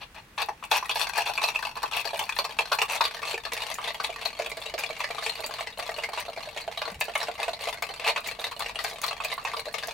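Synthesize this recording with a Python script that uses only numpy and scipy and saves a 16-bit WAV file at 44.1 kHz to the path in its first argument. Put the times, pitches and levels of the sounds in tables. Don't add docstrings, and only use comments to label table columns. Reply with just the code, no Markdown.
import sys
import numpy as np
from scipy import signal
from scipy.fft import rfft, irfft, next_fast_len
from scipy.io import wavfile
from scipy.ndimage import uniform_filter1d

SR = 44100
rng = np.random.default_rng(int(sys.argv[2]) if len(sys.argv) > 2 else 0)


def file_out(sig):
    cols = np.atleast_2d(sig).T
    lim = np.clip(cols, -1, 1)
    pcm = np.round(lim * 32767).astype(np.int16)
    wavfile.write(sys.argv[1], SR, pcm)


N = 437913

# (frequency [Hz], relative density [dB per Hz])
RUMBLE_SPECTRUM = [(30, -13), (45, -0.5), (65, -10), (130, -9.5), (200, -12), (300, -16), (600, -20.5),
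                   (2000, -20), (6000, -33.5), (16000, -38.5)]
# (time [s], pitch [Hz], level [dB])
SLEEVE_BUMPS = [(6.917, 190, -41), (6.98, 137, -44), (6.958, 70, -41)]
# (frequency [Hz], level [dB])
SIDE_COLOUR = [(200, -2), (500, -20), (900, -1), (2400, -6), (4400, 2), (15000, -10.5)]
# (frequency [Hz], level difference [dB])
LEFT_RIGHT_BALANCE = [(300, 1.5), (700, -1.5), (1300, 2.5), (2400, 1.5), (4400, 1), (15000, 4)]
# (frequency [Hz], width [Hz], level [dB])
CABIN_RESONANCES = [(458.7, 20, 10), (529.5, 16, -12.5), (716.5, 120, 3), (744, 37, -12.5), (935, 20, -1),
                    (1156, 20, 4.5), (3370, 97, 2)]
# (frequency [Hz], level [dB])
HOLDER_COLOUR = [(200, -34), (410, -5.5), (650, 6.5), (870, 16), (1120, 8), (1400, 0), (1750, 1.5),
                 (2100, -3.5), (2580, 11), (3100, -3), (3500, 3.5), (3850, -2.5), (4350, 3), (5100, -9),
                 (5650, -2), (6500, -13), (12000, -14.5), (16000, -24)]
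# (frequency [Hz], level [dB])
HAND_COLOUR = [(200, -29.5), (340, -22.5), (440, -2), (700, 6.5), (1180, 0.5), (1400, -8.5), (2200, -0.5),
               (2700, -0.5), (3100, -6), (4350, -3.5), (5200, -13.5), (12000, -23.5), (16000, -31)]
# (start [s], end [s])
LIFT_SPAN_S = (1.6, 4.4)
# (lowest [Hz], highest [Hz])
CUBE_RANGE_HZ = (1520, 4560)
# (frequency [Hz], level [dB])
CRACKLE_COLOUR = [(1200, -30), (4000, -7), (9000, 7), (16000, 4)]
# (time [s], relative level [dB])
ICE_CRACKS = [(0.4173, -24), (1.8294, -25), (1.9659, -22), (2.1917, -19.5), (2.8225, -20), (3.533, -17.5),
              (3.7406, -20), (4.788, -20), (5.4623, -20.5), (7.01, -30), (7.152, -27), (7.1767, -23.5),
              (7.8224, -22.5), (8.2729, -22), (8.4401, -36), (8.5932, -21.5), (8.8397, -19.5),
              (9.0155, -20), (9.0381, -24), (9.0634, -20), (9.2462, -22), (9.871, -24.5)]
# (frequency [Hz], level [dB])
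CRACK_COLOUR = [(2500, -4), (6000, -4.5), (16000, -2.5)]
# (time [s], relative level [dB])
JOSTLE_LEVEL = [(0, -83), (.7, -54), (.8, -38), (6.5, -42.5), (9.93, -40.5)]
# (time [s], relative level [dB], starting pitch [Hz])
WALL_CLUNKS = [(0.487, -18, 840), (0.627, -29, 1100), (0.827, -22.5, 1050), (0.901, -40, 1050),
               (1.181, -18.5, 790), (1.298, -21.5, 780), (1.384, -21.5, 1070), (1.627, -26, 1120),
               (1.767, -23.5, 1030), (1.836, -15, 996), (2.053, -27, 670), (2.133, -21, 660),
               (2.213, -20, 871), (2.393, -26.5, 630), (2.59, -14.5, 880), (2.717, -21.5, 1180),
               (2.823, -17, 1120), (3.008, -14, 1070), (3.23, -22, 1110), (3.34, -24, 460),
               (3.466, -27, 1160), (3.786, -21, 1120), (3.875, -25, 700), (4.001, -23.5, 1160),
               (4.094, -23, 674), (4.397, -17, 600), (4.47, -26, 664), (4.575, -28, 630), (4.74, -20, 620),
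               (4.901, -25.5, 680), (5.005, -27.5, 1150), (5.104, -22.5, 704), (5.183, -25.5, 1157),
               (5.393, -27, 610), (5.494, -27, 719), (5.592, -25, 1090), (5.79, -22, 747),
               (5.892, -20.5, 695), (5.983, -24.5, 590), (6.089, -22.5, 715), (6.176, -20.5, 970),
               (6.283, -22.5, 720), (6.375, -23, 704), (6.474, -28, 640), (6.564, -24, 637),
               (6.678, -22, 674), (6.878, -19.5, 705), (7.083, -21, 681), (7.157, -20.5, 1152),
               (7.285, -16.5, 701), (7.392, -23.5, 841.4), (7.481, -17.5, 684), (7.672, -20.5, 634),
               (7.901, -25.5, 716), (8.071, -16, 940), (8.162, -23.5, 1060), (8.39, -26.5, 665.3),
               (8.521, -28, 1060), (8.606, -24.5, 1170), (8.926, -28, 650), (9.04, -20.5, 1110),
               (9.111, -26.5, 1160), (9.203, -24, 1170), (9.38, -22.5, 1172), (9.451, -26, 1090),
               (9.537, -21, 1126), (9.668, -23, 594), (9.875, -30, 716)]
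# (time [s], relative level [dB], pitch [Hz])
CUBE_KNOCKS = [(0.3775, -24, 3400), (0.417, -15, 3870.0), (0.6375, -25, 2580), (0.713, -10, 4450),
               (0.7505, -16, 2570), (0.8927, -14, 2980), (0.9115, -13.5, 3430), (0.9553, -15.0, 3900.0),
               (1.0121, -13.5, 4350.0), (1.1679, -19, 1820), (1.1799, -12, 1780), (1.3515, -21, 4690.0),
               (1.3759, -14.5, 2450), (1.4159, -16.5, 3850), (1.4373, -8, 4200.0), (1.5466, -20, 2310),
               (1.5555, -16.5, 2670), (1.6258, -17.5, 1500), (1.6497, -21.5, 4800), (1.8297, -18.5, 1480),
               (1.9307, -18.5, 3940), (1.9671, -15.5, 2900), (2.0514, -15.5, 4700), (2.1905, -13.5, 2410.0),
               (2.2911, -16, 1730), (2.3215, -26.5, 2360), (2.3635, -19.5, 1770), (2.3866, -9.5, 4250),
               (2.587, -9.5, 2430), (2.717, -12.5, 1410), (2.7271, -11, 1450), (2.7857, -13, 2360),
               (2.8154, -9, 2690), (2.9702, -22.5, 3540), (3.008, -9.5, 1530), (3.0384, -14, 4800),
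               (3.0505, -10.5, 4690.0), (3.2293, -22.5, 2610.0), (3.3405, -19, 2480), (3.4503, -17.5, 1600),
               (3.5201, -18, 2120), (3.8397, -19, 3250), (3.8749, -17, 3620.0), (3.9995, -19.5, 1410),
               (4.0432, -15, 3730), (4.2209, -24, 3400), (4.254, -13.5, 4400), (4.4601, -19.5, 2700.0),
               (4.6566, -23.5, 2621), (4.7385, -23.5, 4630.0), (4.7784, -21, 2190.0), (4.8344, -17, 2480),
               (4.8604, -21.5, 4800), (5.0025, -19, 2072), (5.0115, -25, 2120), (5.0407, -15, 1910.0),
               (5.1816, -23, 3700), (5.2232, -20.5, 1780), (5.2379, -21.5, 4400), (5.2621, -15.5, 2460),
               (5.2936, -16.5, 4170), (5.4399, -15.5, 4660), (5.6698, -21.5, 2710.0), (6.0347, -15, 2200),
               (6.1739, -22.5, 3650.0), (6.5725, -20, 3420), (6.7732, -18, 4000), (6.8162, -16, 1597),
               (6.8522, -20.5, 1500.0), (7.0095, -11.5, 2390), (7.1525, -13.5, 2320), (7.2133, -18.5, 1670),
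               (7.2829, -31, 3160), (7.4147, -23, 1600), (7.5314, -21.5, 4050), (7.6206, -23, 2850),
               (7.8222, -16.5, 2173), (7.8365, -23.5, 2430), (8.0436, -19, 2730), (8.0746, -15, 4270),
               (8.16, -14.5, 2600), (8.174, -17.5, 1430), (8.2421, -25, 3940), (8.44, -14.5, 3780),
               (8.5941, -24, 1470), (8.6593, -20.5, 2580.0), (8.7548, -19, 2800), (8.7885, -16.5, 1920),
               (8.844, -14, 1615), (9.0382, -15, 1565), (9.0787, -15, 4130), (9.1078, -22.5, 2660),
               (9.202, -23, 2500), (9.2461, -17, 2650), (9.3158, -17.5, 3720), (9.449, -19, 2544),
               (9.4715, -20, 1680.0), (9.5651, -19.5, 4663), (9.74, -18, 1720), (9.8327, -17.5, 1600)]
STRAW_PAUSES = [1.109, 1.701, 2.468, 2.54, 3.4, 4.71, 5.724, 6.319, 6.498, 6.53, 6.71, 6.96, 7.32, 7.958,
                8.22, 9.628]
# (time [s], relative level [dB], length [s], swell [s], relative treble [dB])
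STRAW_SHOVES = [(0.005, -28.5, 0.042, 0.01, -28), (0.143, -32.5, 0.063, 0.0065, -28),
                (0.377, -18, 0.062, 0.0018, -24), (0.706, -14, 0.085, 0.013, -14),
                (0.952, -19, 0.094, 0.066, -11.5), (1.148, -19, 0.086, 0.0082, -17),
                (1.2543, -18, 0.047, 0.0059, -19.5), (1.917, -19.5, 0.1, 0.0067, -24),
                (2.8833, -18.5, 0.096, 0.0073, -15.5), (3.245, -21, 0.095, 0.005, -14.5),
                (3.834, -23.5, 0.089, 0.013, -25), (4.774, -26.5, 0.085, 0.01, -17),
                (5.212, -28, 0.1, 0.025, -7), (7.992, -27.5, 0.076, .03, -26),
                (8.043, -12.5, 0.069, 0.039, -20), (8.246, -25.5, 0.066, 0.003, -15),
                (8.788, -28.5, 0.13, 0.0041, -9), (9.006, -27.5, 0.094, 0.015, -18)]
# (start [s], end [s], time for one turn [s], relative level [dB])
STIRRING_SPELLS = [(0.712, 1.48, 0.23, -19.5), (1.549, 3.1, 0.22, -35.5), (3.25, 3.55, 0.27, -25),
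                   (3.606, 5.68, 0.19, -27.5), (5.785, 6.25, 0.17, -26.5), (6.369, 6.9, 0.18, -32),
                   (7.169, 7.7, 0.21, -22.5), (8.383, 9.33, 0.21, -25.5), (9.447, 9.88, 0.29, -28)]

TAPS = 2048
GRID_HZ = np.maximum(np.fft.rfftfreq(TAPS, 1 / SR), 1)
SIDES = np.array([[1], [-1]])
RUMBLE_DB, CUTOFF_HZ = -54.5, 16000
HOLDER_LEAN_DB = 1.1
CLUNK_RISE_PER_S = 0.86
CLUNK_CLICK_DB = -6.5
SAME_PUSH_S, SAME_KNOCK_S = 0.035, 0.008
DRAG_S, DRAG_SWELL_S, DRAG_RELATIVE_TREBLE_DB = 0.11, 0.011, -14
RELEASE_S = 0.017
REST_LEAD_S = 0.023


def from_db(db):
    return 10 ** (np.asarray(db) / 20)


def unit(x):
    return x / np.sqrt(np.sum(x ** 2) + 1e-20)


def at_hz(points, hz):
    f, db = np.transpose(points)
    return np.interp(np.log(np.maximum(hz, 1)), np.log(f), db)


def tint(x, points):
    size = x.shape[-1]
    gain = from_db(at_hz(points, np.fft.rfftfreq(size, 1 / SR)))
    return irfft(rfft(x) * gain, size)


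def peak(hz, width_hz):
    return 1 / (1 + (2 * (GRID_HZ - hz) / width_hz) ** 2)


def ringing(db):
    cepstrum = irfft(np.log(from_db(db)))
    cepstrum[1:TAPS // 2] *= 2
    cepstrum[TAPS // 2 + 1:] = 0
    return irfft(np.exp(rfft(cepstrum)))


def clink_gain(x):
    size = max(len(x), TAPS)
    hz = np.fft.rfftfreq(size, 1 / SR)
    band = (hz > 1400) & (hz < 5000)
    return np.sqrt(np.mean(abs(rfft(x, size)[band]) ** 2) + 1e-20)


def add(track, s, sound):
    start = max(round(s * SR), 0)
    part = sound[..., :max(N - start, 0)]
    track[..., start:start + part.shape[-1]] += part


def clear_of(strong, regular, apart_s):
    return [row for row in regular if min(abs(row[0] - other[0]) for other in strong) > apart_s]


def rumble():
    mid, side = tint(rng.standard_normal((2, next_fast_len(N))), RUMBLE_SPECTRUM)[:, :N]
    side = signal.lfilter(*signal.butter(1, 1300, "high", fs=SR), side)
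    return from_db(RUMBLE_DB) * (mid + side * SIDES) / np.std(mid)


def bumps(swell_s):
    out, t = np.zeros(N), np.arange(4 * TAPS) / SR
    envelope = t / swell_s * np.exp(1 - t / swell_s)
    for s, hz, db in SLEEVE_BUMPS:
        add(out, s, from_db(db) * envelope * np.sin(2 * np.pi * hz * t))
    return out


def cabin_tail(t60_s, treble_t60_s):
    mid, side = rng.standard_normal((2, 32 * TAPS))
    diffuse = mid + tint(side, SIDE_COLOUR) * SIDES
    low = signal.sosfiltfilt(signal.butter(2, 5000, fs=SR, output="sos"), diffuse)
    t = np.arange(2 * TAPS) / SR
    bands = ((low, t60_s), (diffuse - low, treble_t60_s))
    return [(band, from_db(-60 * t / decay_s) * (t > .0005)) for band, decay_s in bands]


def placed(sound, cabin, wet_db, echo_db=-9.5, spread_db=1.5):
    start = rng.integers(30 * TAPS)
    tail = sum(band[:, start:start + len(decay)] * decay for band, decay in cabin)
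    response = from_db(wet_db) * np.sqrt(2) * unit(tail)
    response[[0, 1], rng.integers(2, size=2)] += 1
    response[:, round(rng.uniform(.004, .009) * SR)] += from_db(echo_db)
    response *= from_db(rng.normal(0, spread_db) * SIDES)
    return signal.fftconvolve(sound[None], np.sqrt(2) * unit(response), axes=1)


def resonate(x):
    modes = sum(db * peak(hz, width_hz) for hz, width_hz, db in CABIN_RESONANCES)
    lean = at_hz(LEFT_RIGHT_BALANCE, GRID_HZ) / 2
    responses = np.array([ringing(modes + lean), ringing(modes - lean)])
    return signal.oaconvolve(x, responses, axes=1)[:, :N]


def cup(contacts):
    lifted = np.interp(np.arange(N) / SR, LIFT_SPAN_S, [0, 1])
    held = (1 - lifted) * from_db(HOLDER_LEAN_DB * SIDES)
    out = np.zeros((2, N))
    for colour, share in ((HOLDER_COLOUR, held), (HAND_COLOUR, lifted)):
        body = ringing(at_hz(colour, GRID_HZ))
        out += signal.oaconvolve(contacts * share, body[None] / clink_gain(body), axes=1)[:, :N]
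    return out


def slips(size, per_s, spread_db):
    strength = from_db(spread_db * np.minimum(rng.exponential(1, size), 3.5))
    return (rng.random(size) < per_s / SR) * strength * rng.choice([-1, 1], size)


def chatter(decay_s, rise_s, snap=0.29):
    t = np.arange(TAPS // 2) / SR
    envelope = (1 - np.exp(-t / rise_s)) ** 2.2 * np.exp(-t / decay_s)
    force = unit(slips(len(t), 6000, 0.97) * envelope)
    force[round(.001 * SR)] += snap
    return unit(force)


def any_pitch():
    return np.exp(rng.uniform(*np.log(CUBE_RANGE_HZ)))


def cube(force, hz, treble_db, ring_db, width_hz, partner=0.71):
    partner_hz = np.clip(hz * 2 ** rng.uniform(-0.5775, 0.55), *CUBE_RANGE_HZ)
    pitches = np.array([hz, partner_hz])
    overtones = pitches * rng.uniform(2.51, 3.26, 2)
    bells = [share * peak(f, width_hz) for f, share in zip(pitches, (1, partner))]
    bells += [0.56 * peak(f, 2 * width_hz) for f in overtones]
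    treble_shelf = 1 / (1 + (5000 / GRID_HZ) ** 6)
    response = ringing(ring_db * np.max(bells, axis=0) + treble_db * treble_shelf)
    sound = signal.fftconvolve(force, response)
    return sound / clink_gain(sound)


def stillness(times, rest_s=0.016):
    events = [row[0] for row in [*CUBE_KNOCKS, *WALL_CLUNKS, *STRAW_SHOVES]]
    jams = np.append(np.array(events) - REST_LEAD_S, STRAW_PAUSES)
    return np.exp(-((times[:, None] - jams) / rest_s) ** 2).max(axis=1)


def crackle(ice, cabin, level_db, per_s, spread_db, follow_s, count=14):
    motion = np.sqrt(abs(uniform_filter1d(np.mean(ice ** 2, axis=0), int(follow_s * SR))))
    out = np.zeros((2, N))
    for hz in np.geomspace(4000, 13000, count):
        tick = ringing(at_hz(CRACKLE_COLOUR, GRID_HZ) + 7 * peak(hz, 1800))
        ticks = slips(N, per_s / count, spread_db)
        out += signal.oaconvolve(ticks[None], placed(tick, cabin, wet_db=-3.0), axes=1)[:, :N]
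    return from_db(level_db) * motion * out / np.std(out)


def jostle(cabin, level_db, treble_db, spread_db, rest_db, count=430):
    out = np.zeros((2, N))
    times = (np.arange(count) + rng.random(count)) * N / SR / count
    levels = np.interp(times, *np.transpose(JOSTLE_LEVEL)) + rest_db * stillness(times)
    levels += spread_db * (rng.random(count) - .5)
    for s, db in zip(times, levels):
        force = chatter(0.0017, rise_s=0.0022)
        sound = cube(force, any_pitch(), treble_db, ring_db=13.0, width_hz=186)
        add(out, s, placed(sound, cabin, wet_db=-1.5) * from_db(db + level_db))
    return out


def cracks(cabin, level_db, chatter_s, ring_db=10):
    out = np.zeros((2, N))
    for s, db in ICE_CRACKS:
        chip = peak(rng.uniform(4850, 10600), 1100)
        colour = ringing(at_hz(CRACK_COLOUR, GRID_HZ) + ring_db * chip)
        sound = unit(signal.fftconvolve(chatter(chatter_s, rise_s=chatter_s), colour))
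        add(out, s, placed(sound, cabin, wet_db=-3.0) * from_db(db + level_db))
    return out


def clunks(cabin, level_db, cycles, overtone_db, lowest_hz):
    out, t = np.zeros((2, N)), np.arange(TAPS) / SR
    for s, db, hz in WALL_CLUNKS:
        turns = hz * t * (1 + CLUNK_RISE_PER_S * t / 2)
        overtone = np.sin(2 * np.pi * turns * rng.uniform(1.4, 2.53))
        tone = np.sin(2 * np.pi * turns) + from_db(overtone_db) * overtone
        swing = (1 - np.exp(-turns / 0.34)) * np.exp(-turns / cycles) * tone
        sound = placed(unit(swing), cabin, wet_db=1.0, echo_db=-3.5)
        add(out, s - .001, sound * from_db(db + level_db))
    return signal.sosfilt(signal.butter(5, lowest_hz, "high", fs=SR, output="sos"), out)


def knocks(cabin, level_db, treble_db, chatter_s):
    out = np.zeros((2, N))
    clicks = [(s - .001, db + CLUNK_CLICK_DB, any_pitch()) for s, db, _ in WALL_CLUNKS]
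    for s, db, hz in [*CUBE_KNOCKS, *clear_of(CUBE_KNOCKS, clicks, SAME_KNOCK_S)]:
        force = chatter(chatter_s, rise_s=0.0032, snap=0.26)
        sound = cube(force, hz, treble_db, ring_db=14.5, width_hz=610, partner=0.73)
        add(out, s, placed(sound, cabin, wet_db=-0.5) * from_db(db + level_db))
    return out


def stroke(t, length_s, swell_s):
    return np.clip((t + .001) / swell_s, 0, 1) * np.clip((length_s - t) / RELEASE_S, 0, 1)


def drags():
    rows = []
    for start_s, end_s, turn_s, db in STIRRING_SPELLS:
        for s in np.arange(start_s, end_s, turn_s):
            rows.append((s, db, DRAG_S, DRAG_SWELL_S, DRAG_RELATIVE_TREBLE_DB))
    return clear_of(STRAW_SHOVES, rows, SAME_PUSH_S)


def scrapes(rows, cabin, level_db, treble_db, uneven_db, chatter_s, grit_db, rest_db, count):
    out = np.zeros((2, N))
    for s, db, length_s, swell_s, treble in rows:
        t = np.arange(int(np.clip(length_s * SR, 64, 4 * TAPS))) / SR
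        gain = np.sqrt(len(t)) * from_db(db)
        delays = length_s * (np.arange(count) + rng.random(count)) / count
        uneven = from_db(uneven_db * rng.uniform(-1.3, 1, count))
        forces = unit(stroke(delays, length_s, swell_s) * uneven)
        forces = forces * from_db(rest_db * stillness(s + delays))
        for delay, force in zip(delays, forces):
            contact = chatter(chatter_s, rise_s=0.00054)
            sound = cube(contact, any_pitch(), treble + treble_db, ring_db=14.0, width_hz=370)
            add(out, s + delay, placed(sound, cabin, wet_db=-2.0) * force * gain * from_db(level_db))
        grit = slips(4 * TAPS, 5000, 2.0)[:len(t)] * stroke(t, length_s, swell_s)
        sound = cube(grit, any_pitch(), treble + treble_db, ring_db=10.5, width_hz=3400)
        add(out, s, placed(sound, cabin, wet_db=-3.0) * gain * from_db(grit_db))
    return out


def scene():
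    cabin = cabin_tail(t60_s=0.13, treble_t60_s=0.099)
    contacts = knocks(cabin, level_db=22.5, treble_db=1.0, chatter_s=0.0019)
    contacts += scrapes(STRAW_SHOVES, cabin, level_db=-9.5, treble_db=21.5, uneven_db=5.0,
                        chatter_s=0.0019, grit_db=-10.0, rest_db=0.5, count=9)
    contacts += scrapes(drags(), cabin, level_db=-5.5, treble_db=18.0, uneven_db=8.0,
                        chatter_s=0.002, grit_db=-15.5, rest_db=-6.0, count=7)
    contacts += jostle(cabin, level_db=36.5, treble_db=2.0, spread_db=13.5, rest_db=-7.0)
    ice = cup(contacts)
    drink = ice + clunks(cabin, level_db=19.0, cycles=1.98, overtone_db=-14.0, lowest_hz=356)
    drink += crackle(ice, cabin, level_db=-20.5, per_s=150, spread_db=9.0, follow_s=0.03)
    drink += cracks(cabin, level_db=13.5, chatter_s=0.0012)
    return resonate(drink) + bumps(swell_s=0.0061) + rumble()


def record(dry):
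    return signal.sosfilt(signal.ellip(10, .2, 80, CUTOFF_HZ, fs=SR, output="sos"), dry)


dry = scene()
out = record(dry)
file_out(out)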